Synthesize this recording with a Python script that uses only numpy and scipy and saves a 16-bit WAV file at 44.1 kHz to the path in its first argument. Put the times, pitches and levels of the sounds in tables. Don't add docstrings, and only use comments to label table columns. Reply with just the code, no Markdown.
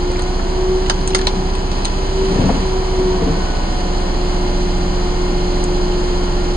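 import sys
import numpy as np
from scipy import signal
from scipy.fft import rfft, irfft
from scipy.io import wavfile
from scipy.ndimage import uniform_filter1d

SR = 44100
rng = np.random.default_rng(int(sys.argv[2]) if len(sys.argv) > 2 else 0)


def store_wav(level_fs):
    pcm = np.round(np.clip(np.atleast_2d(level_fs), -1, 1) * 32767)
    wavfile.write(sys.argv[1], SR, pcm.T.astype(np.int16))


N = 289296
TIME = np.arange(N) / SR
BINS_HZ = np.maximum(np.arange(N // 2 + 1) * SR / N, 1)

# (frequency [Hz], density [dB per Hz])
RUMBLE_SPECTRUM = [(42, -13), (60, -11.5), (100, -4), (135, -3.5), (175, 4), (250, -6), (330, -2.5),
                   (430, -11.5), (600, -36)]
# (frequency [Hz], density [dB per Hz])
CLATTER_SPECTRUM = [(250, -3.5), (450, 3), (600, -0.5), (800, 1), (1020, -2), (1230, -5), (1450, -8.5),
                    (1750, -11.5), (2400, -16), (5000, -56.5)]
# (frequency [Hz], density [dB per Hz])
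HISS_SPECTRUM = [(1200, -3), (2200, -3.5), (2500, -3), (2850, -1), (3250, 1.5), (3750, -4), (4150, 4.5),
                 (4700, 0.5), (5250, -3), (6400, -3.5), (7600, -9.5), (9600, -14.5)]

STROKE_END_S, EASE_S = 3.87, 1
LOG_GIVES_S, GIVE_S = 1.75, 0.09
TREBLE_LAG_MS = 0.437


def from_db(db):
    return 10 ** (np.asarray(db) / 20)


def rms_one(x):
    return x / np.sqrt(np.mean(x ** 2) + 1e-20)


def in_time(rows):
    s, *columns = np.transpose(rows)
    return [np.interp(TIME, s, column) for column in columns]


def at_bins(points):
    hz, value = np.transpose(points)
    return np.interp(np.log(BINS_HZ), np.log(hz), value)


def until(end_s, ease_s):
    return np.clip(.5 + (end_s - TIME) / ease_s, 0, 1)


def drift(rate):
    return rms_one(irfft(rfft(rng.standard_normal(N)) / (1 + (BINS_HZ / rate) ** 2), N))


def passed(x, hz, kind, order=2):
    return signal.sosfilt(signal.butter(order, np.clip(hz, 10, .45 * SR), kind, fs=SR, output="sos"), x)


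def ring(x, hz, t60):
    radius, angle = from_db(-60 / (t60 * SR)), 2 * np.pi * hz / SR
    return signal.lfilter([0, np.sin(angle)], [1, -2 * radius * np.cos(angle), radius * radius], x + 1e-18)


def add(out, s, sound):
    start = round(s * SR)
    out[:, start:start + sound.shape[1]] += sound[:, :N - start]


def placed(x, left_db, left_lag_ms):
    left, right = rfft(np.broadcast_to(x, (2, N)))
    left = left * np.exp(-2j * np.pi * BINS_HZ * left_lag_ms / 10 ** 3)
    return irfft([left * from_db(left_db / 2), right * from_db(-left_db / 2)], N)


def coloured(pair, spectrum):
    # (frequency [Hz], likeness [0 to 1])
    likeness = [(60, 1), (250, 0.93), (500, 0.64), (1000, 0.4), (2000, 0.1), (4000, 0.21), (5200, 0.98),
                (5600, 1)]
    # (frequency [Hz], full width at half the lift [Hz], lift [dB])
    panels = [(193.4, 23, 2.5), (262.7, 5.5, 9), (977, 27, 6), (1400, 6.2, 3), (1818, 61, 4),
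              (2134, 11, 10.5), (3016, 140, 4)]
    hz = np.transpose(spectrum)[0]
    low_skirt = 1 + (hz[0] / 2 / BINS_HZ) ** 4
    high_skirt = 1 + (BINS_HZ / 2 / hz[-1]) ** 4
    skirts = 1 / np.sqrt(low_skirt * high_skirt)
    panels_db = sum(db / (1 + (2 * (BINS_HZ - centre) / width) ** 2) for centre, width, db in panels)
    mid, side = rfft(pair) * from_db(at_bins(spectrum) + panels_db) * skirts
    alike = np.clip(at_bins(likeness), 0, 1)
    mid, side = mid * np.sqrt(1 + alike), side * np.sqrt(1 - alike)
    return rms_one(irfft([mid + side, mid - side], N))


def repeating(cycles, loose, size=2800):
    loose = np.clip(loose, 0, 1)
    position = (cycles % 1 * size).astype(int)
    patterns = rng.laplace(size=(2, 2, size))[..., position]
    blend = drift(0.81)
    steady = rms_one(np.cos(blend) * patterns[0] + np.sin(blend) * patterns[1])
    return np.sqrt(1 - loose) * steady + np.sqrt(loose) * rng.standard_normal((2, N))


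def valves(cycles, flicker_db):
    # (frequency [Hz], left above right [dB])
    hiss_sides = [(2000, -4.5), (2900, -3.5), (3400, -0.5), (3850, -0.5), (4100, -7), (4750, -2), (5350, 0)]
    flow = repeating(cycles, loose=0.49) * from_db(flicker_db * drift(37))
    level_db = -32 - 1.1 * until(LOG_GIVES_S, GIVE_S)
    hiss = coloured(flow, HISS_SPECTRUM) * from_db(level_db)
    return placed(hiss, left_db=at_bins(hiss_sides), left_lag_ms=TREBLE_LAG_MS)


def gears(cycles, rpm, waver_db, wobble):
    # (multiple of the engine cycle [rounded when used], best speed [rev/min], level there [dB])
    whine_rows = [(34, 1797, -51), (36, 1812, -39.5), (39, 1790, -40.5), (42, 1895, -51.5), (44, 1843, -35),
                  (46, 1842, -42), (48, 1815, -35.5), (48, 1868, -35.5), (54, 1880, -39), (55, 1795, -41),
                  (56, 1790, -52.5), (62.96, 1850, -41.5), (63.2, 1880, -38.5), (66.1, 1830, -48),
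                  (67.1, 1820, -41), (70.5, 1830, -50), (74.2, 1810, -52), (94.1, 1788, -46),
                  (97, 1826, -44), (98.4, 1832, -49), (164, 1890, -48.5)]
    half_power_rpm = 8.7
    held_db = -2 * until(LOG_GIVES_S, GIVE_S)
    out = np.zeros((2, N))
    for multiple, best_rpm, db in whine_rows:
        swell = 1 / np.sqrt(1 + ((rpm - best_rpm) / half_power_rpm) ** 2)
        turns = round(multiple) * cycles + rng.random() + rng.random((2, 1)) / 3
        angle = 2 * np.pi * turns + wobble * drift(3.8)
        out += swell * from_db(db + waver_db * drift(4.1)) * np.sqrt(2) * np.sin(angle)
    return placed(out * from_db(held_db), left_db=-1.0, left_lag_ms=0.057)


def pump(cycles):
    # (time [s], level [dB])
    hum_curve = [(0.0, -23.5), (0.07, -20.5), (0.43, -29.5), (0.61, -18.5), (0.72, -15.5), (0.85, -22.5),
                 (0.98, -29), (1.15, -18.5), (1.3, -27), (1.5, -27), (1.76, -29.5), (1.88, -36),
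                 (2.0, -25.5), (2.1, -27.5), (2.22, -16.5), (2.34, -20), (2.45, -47), (2.57, -36),
                 (2.66, -21), (2.78, -21.5), (2.88, -25), (3.0, -16), (3.18, -20), (3.27, -31), (3.4, -27),
                 (3.5, -41), (3.72, -39), (3.82, -30.5), (4.1, -28), (4.5, -22.5), (4.7, -25.5),
                 (5.8, -21.5), (6.3, -24.5), (6.55, -22)]
    teeth_per_cycle = 24
    level_db, = in_time(hum_curve)
    angle = 2 * np.pi * teeth_per_cycle * cycles + .05 * drift(8)
    hum = from_db(level_db + 1.0 * drift(9.9)) * np.sqrt(2) * np.sin(angle)
    return placed(hum, left_db=0.5, left_lag_ms=0.16)


def engine(cycles, firing_depth, clatter_depth):
    load, held = until(STROKE_END_S, EASE_S), until(LOG_GIVES_S, GIVE_S)
    firing = np.cos(2 * np.pi * 4 * cycles)
    rumble = coloured(repeating(cycles, loose=1.0) * (1 + firing_depth * firing), RUMBLE_SPECTRUM)
    clatter = coloured(repeating(cycles, loose=0.49) * (1 + clatter_depth * firing), CLATTER_SPECTRUM)
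    rumble_db = -29 - 1.0 * load
    clatter_db = -27.5 + 0.5 * load - 1.34 * held
    return (placed(rumble * from_db(rumble_db), left_db=2.0, left_lag_ms=0.32)
            + placed(clatter * from_db(clatter_db), left_db=4.0, left_lag_ms=0.25))


def exhaust(cycles, waver_db, throb_db, throb_count=3, chug_count=6):
    # (multiple of the two-revolution cycle, level running light [dB], level under load [dB])
    tones = [(1, -32, -40.5), (2, -18, -19), (3, -31, -33.5), (4, -33.5, -31), (5, -30.5, -34.5),
             (6, -40.5, -37), (7, -54, -48), (8, -41, -35.5), (9, -38.5, -47.5), (10, -43.5, -46),
             (11, -39.5, -52.5), (12, -31, -35.5), (13, -40, -46.5), (14, -50.5, -44.5), (16, -37.5, -43.5),
             (18, -51, -41), (19, -42, -47.5), (21, -38, -46), (22, -43, -39), (23, -43, -47)]
    load, out = until(STROKE_END_S, EASE_S), np.zeros(N)
    for k, (multiple, light_db, loaded_db) in enumerate(tones):
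        if k < throb_count:
            scatter = 0
        elif k < chug_count:
            scatter = 1 - load
        else:
            scatter = 1
        phase = round(multiple) * cycles + scatter * (rng.random() - .5)
        unsteady_db = throb_db if k < throb_count else waver_db
        db = light_db + load * (loaded_db - light_db) + unsteady_db * drift(15.0)
        out += from_db(db) * np.sqrt(2) * np.cos(2 * np.pi * phase)
    return placed(out, left_db=-2.0, left_lag_ms=0.039)


def slides(grain_db):
    # (middle [s], spread as standard deviation [s], rumble [dB], bark rustle [dB],
    # scrape [dB])
    slide_rows = [(2.443, 0.14, -21.5, -28, -33.5), (3.275, 0.13, -26.5, -34, -52)]
    shake_hz, shake_db = (45.3, 77), 0
    drag_spread = 1.4
    contacts = rng.standard_normal((2, N)) * from_db(grain_db * drift(75))
    rumble = coloured(contacts, RUMBLE_SPECTRUM)
    rustle = coloured(contacts, CLATTER_SPECTRUM)
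    scrape = coloured(contacts, HISS_SPECTRUM)
    rumble = rumble + from_db(shake_db) * rms_one(passed(contacts[0], shake_hz, "band"))
    low, high = np.zeros((2, 2, N))
    for s, spread_s, rumble_db, rustle_db, scrape_db in slide_rows:
        away = ((TIME - s) / spread_s) ** 2 / 2
        low += np.exp(-away) * (from_db(rumble_db) * rumble + from_db(rustle_db) * rustle)
        high += np.exp(-away / drag_spread ** 2) * from_db(scrape_db) * scrape
    low_placed = placed(low, left_db=1.5, left_lag_ms=0.089)
    return low_placed + placed(high, left_db=-0.5, left_lag_ms=TREBLE_LAG_MS)


def knocks(spread, trough_db, crunch_db, crunch_t60, size=16384):
    # (time [s], level [dB], thump [Hz], thump T60 [s], rattle against thump [dB], contact low-pass [Hz])
    landings = [(0.1, -21, 130, 0.06, 5, 905), (1.368, -13.5, 188, 0.17, -12, 300),
                (2.357, -15.5, 200, 0.041, 2, 560), (2.386, -7, 277, 0.066, -14, 900),
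                (2.395, -3, 128, 0.046, -12.5, 900), (2.419, -5, 243, 0.04, -14, 800),
                (2.441, -3, 181, 0.06, -6, 450), (2.456, -6, 174, 0.088, 0.5, 497),
                (2.4918, -8.5, 727, 0.037, -1, 1000), (2.5, -7, 232, 0.033, 2, 1250),
                (2.545, -11, 268, 0.13, -8, 400), (2.988, -13, 248, 0.043, -2, 500),
                (3.214, -18, 167, 0.23, -8, 330), (3.221, -12.5, 448, 0.14, -7, 400),
                (3.262, -12, 275, 0.21, -8, 330), (3.275, -13.5, 446, 0.12, -11, 447),
                (3.299, -11, 164.6, 0.26, -6, 330)]
    # (frequency [Hz], relative level [dB], T60 [s])
    trough_modes = [(88.5, -3.5, 0.16), (130, -11.5, 0.18), (162.5, 2, 0.073), (245, 2.5, 0.075),
                    (273, -2, 0.33), (429, -2.5, 0.076), (447, -2, 0.092), (537, 2.5, 0.18),
                    (663, -2, 0.14), (703, -4.5, 0.1), (910, 3.5, 0.09), (930, -8, 0.039), (1343, -7, 0.22)]
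    contact_s = 0.0014
    out, t = np.zeros((2, N)), np.arange(size) / SR
    for s, db, thump_hz, thump_t60, rattle_db, contact_hz in landings:
        body = np.zeros((2, size))
        for hz, mode_db, t60 in trough_modes:
            strength = rng.choice([-1, 1]) * from_db(mode_db + rng.standard_normal())
            strength = strength * (1 + spread * rng.standard_normal((2, 1)))
            body += strength * np.sin(2 * np.pi * hz * t) * from_db(-60 * t / t60)
        bark = rng.standard_normal(size) + 2 * spread * rng.standard_normal((2, size))
        crunch = bark * from_db(crunch_db - 60 * t / crunch_t60)
        rattle = (from_db(trough_db) * body + crunch) * np.minimum(t / contact_s, 1)
        rattle = passed(rattle, contact_hz, "low", order=3)
        thump = np.sin(2 * np.pi * thump_hz * t) * from_db(-60 * t / thump_t60)
        hit = passed(thump + from_db(rattle_db) * rattle, thump_hz / 3, "high")
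        peak_power = uniform_filter1d(hit[0] ** 2 + hit[1] ** 2, size=512).max()
        add(out, s, from_db(db) * hit / np.sqrt(2 * peak_power))
    return placed(out, left_db=3.0, left_lag_ms=0.025)


def splinters(spread_db, ring_cycles, count=12):
    # (middle [s], spread as standard deviation [s], level [dB])
    splintering = [(0.196, 0.055, -39), (0.875, 0.026, -41), (1.2, 0.063, -33), (5.56, 0.05, -43)]
    fibres_per_s, lowest_hz, highest_hz = 120, 1470, 8800
    sizes = from_db(spread_db * np.minimum(rng.exponential(1, N), 3)) * rng.choice([-1, 1], N)
    clicks = sizes * (rng.random(N) < fibres_per_s / SR)
    dealt = rng.integers(0, count, N)
    crackle = np.zeros(N)
    for k, hz in enumerate(np.geomspace(lowest_hz, highest_hz, count)):
        crackle += ring(clicks * (dealt == k), hz, ring_cycles / hz)
    level = sum(from_db(db) * np.exp(-((TIME - s) / spread_s) ** 2 / 2) for s, spread_s, db in splintering)
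    return placed(level * rms_one(crackle), left_db=3.0, left_lag_ms=TREBLE_LAG_MS)


def cracks(ring_db, ring_t60, echo_db, echo_t60, echo_top_hz, fine_db, first_db, size=8192, count=16):
    # (time [s], run length [s], body [dB], bite [dB], top [dB], lower ring [Hz], upper ring [Hz])
    crack_rows = [(0.117, 0.004, -33, -38, -34, 905, 6500), (0.194, 0.0064, -30, -27, -30, 2010, 4670),
                  (0.221, 0.0027, -47, -50, -27, 4400, 6600), (0.393, 0.0061, -27, -42, -50, 1420, 1760),
                  (0.862, 0.0078, -32, -26.5, -42, 3000, 4460),
                  (0.898, 0.00042, -11.5, -10, -14, 3060, 6450), (0.9008, 0.001, -15, -18, -36, 1660, 4850),
                  (1.012, 0.002, -35, -30, -43, 2100, 4400), (1.076, 0.0039, -29, -23.5, -18, 6900, 8700),
                  (1.105, 0.006, -32, -29.5, -40, 4270, 6900), (1.148, 0.0053, -14, -8, -11, 2090, 6600),
                  (1.189, 0.0045, -30, -26, -29, 4480, 6500), (1.214, 0.0029, -23.5, -24, -31, 4400, 6950),
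                  (1.2695, 0.00091, -22, -15, -32, 2600, 4360), (1.2713, 0.0013, -14, -10, -24, 1030, 4440),
                  (1.552, 0.0036, -45, -28, -35, 4570, 8660), (1.716, 0.006, -32, -28, -38, 4600, 6800),
                  (1.8488, 0.0008, -34, -23, -25, 4300, 6500), (1.8535, 0.0008, -21, -17, -18, 4340, 6500),
                  (5.64, 0.0025, -43, -41, -25, 6600, 8350)]
    # (lower edge [Hz], upper edge [Hz])
    crack_bands = [(600, 2100), (2300, 5300), (5700, 9100)]
    break_gap_s = 0.0009
    tear_s = 0.0026
    out, t = np.zeros((2, N)), np.arange(size) / SR
    for s, run_s, body_db, bite_db, top_db, low_hz, high_hz in crack_rows:
        fibres = from_db(fine_db) * rng.standard_normal(size)
        breaks = np.cumsum(break_gap_s * (.5 + rng.random(count)))
        fibres[(breaks * SR).astype(int)] += rng.choice([-1, 1], count)
        fibres[0] = from_db(first_db)
        snap = fibres * from_db(-20 * np.maximum(t - run_s, 0) / tear_s)
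        direct = np.zeros(size)
        for db, edges in zip((body_db, bite_db, top_db), crack_bands):
            band = passed(snap, edges, "band")
            peak_power = uniform_filter1d(band ** 2, size=128, mode="constant").max()
            direct += from_db(db) * band / np.sqrt(peak_power)
        rings = sum(rms_one(ring(direct, hz, ring_t60)) for hz in (low_hz, high_hz))
        direct = direct + from_db(ring_db) * direct.std() * rings
        scatter = rng.standard_normal((2, size)) * from_db(-60 * t / echo_t60)
        scatter = passed(rms_one(scatter) / np.sqrt(size), echo_top_hz, "low")
        echo = signal.fftconvolve(scatter, direct[None], axes=1)[:, :size]
        add(out, s, direct + from_db(echo_db) * echo)
    return placed(out, left_db=-0.5, left_lag_ms=TREBLE_LAG_MS)


def scene():
    # (time [s], speed [rev/min])
    speed_curve = [(0.0, 1791), (0.44, 1838), (1.1, 1876), (1.5, 1881), (2.3, 1906), (2.5, 1900),
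                   (2.7, 1873), (3.3, 1834), (3.7, 1818), (4.5, 1798), (5.2, 1800), (6.56, 1791)]
    rpm, = in_time(speed_curve)
    cycles = .5 + np.cumsum(rpm / 60 / 2) / SR
    machine = exhaust(cycles, waver_db=1.8, throb_db=0.55)
    machine = machine + engine(cycles, firing_depth=0.42, clatter_depth=0.032)
    hydraulics = pump(cycles) + gears(cycles, rpm, waver_db=2.5, wobble=0.6) + valves(cycles, flicker_db=.5)
    splitting = cracks(ring_db=-7.0, ring_t60=0.018, echo_db=-2.0, echo_t60=0.086, echo_top_hz=7000,
                       fine_db=-21, first_db=12.5)
    splitting = splitting + splinters(spread_db=-5, ring_cycles=37)
    falling = knocks(spread=0.3, trough_db=-8, crunch_db=6, crunch_t60=0.06) + slides(grain_db=1.5)
    return machine + hydraulics + splitting + falling


def record(dry):
    cutoff_hz = 9640
    limited = np.clip(dry, -.88, .88)
    return irfft(rfft(limited) / np.sqrt(1 + (BINS_HZ / cutoff_hz) ** 130), N)


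dry = scene()
out = record(dry)
store_wav(out)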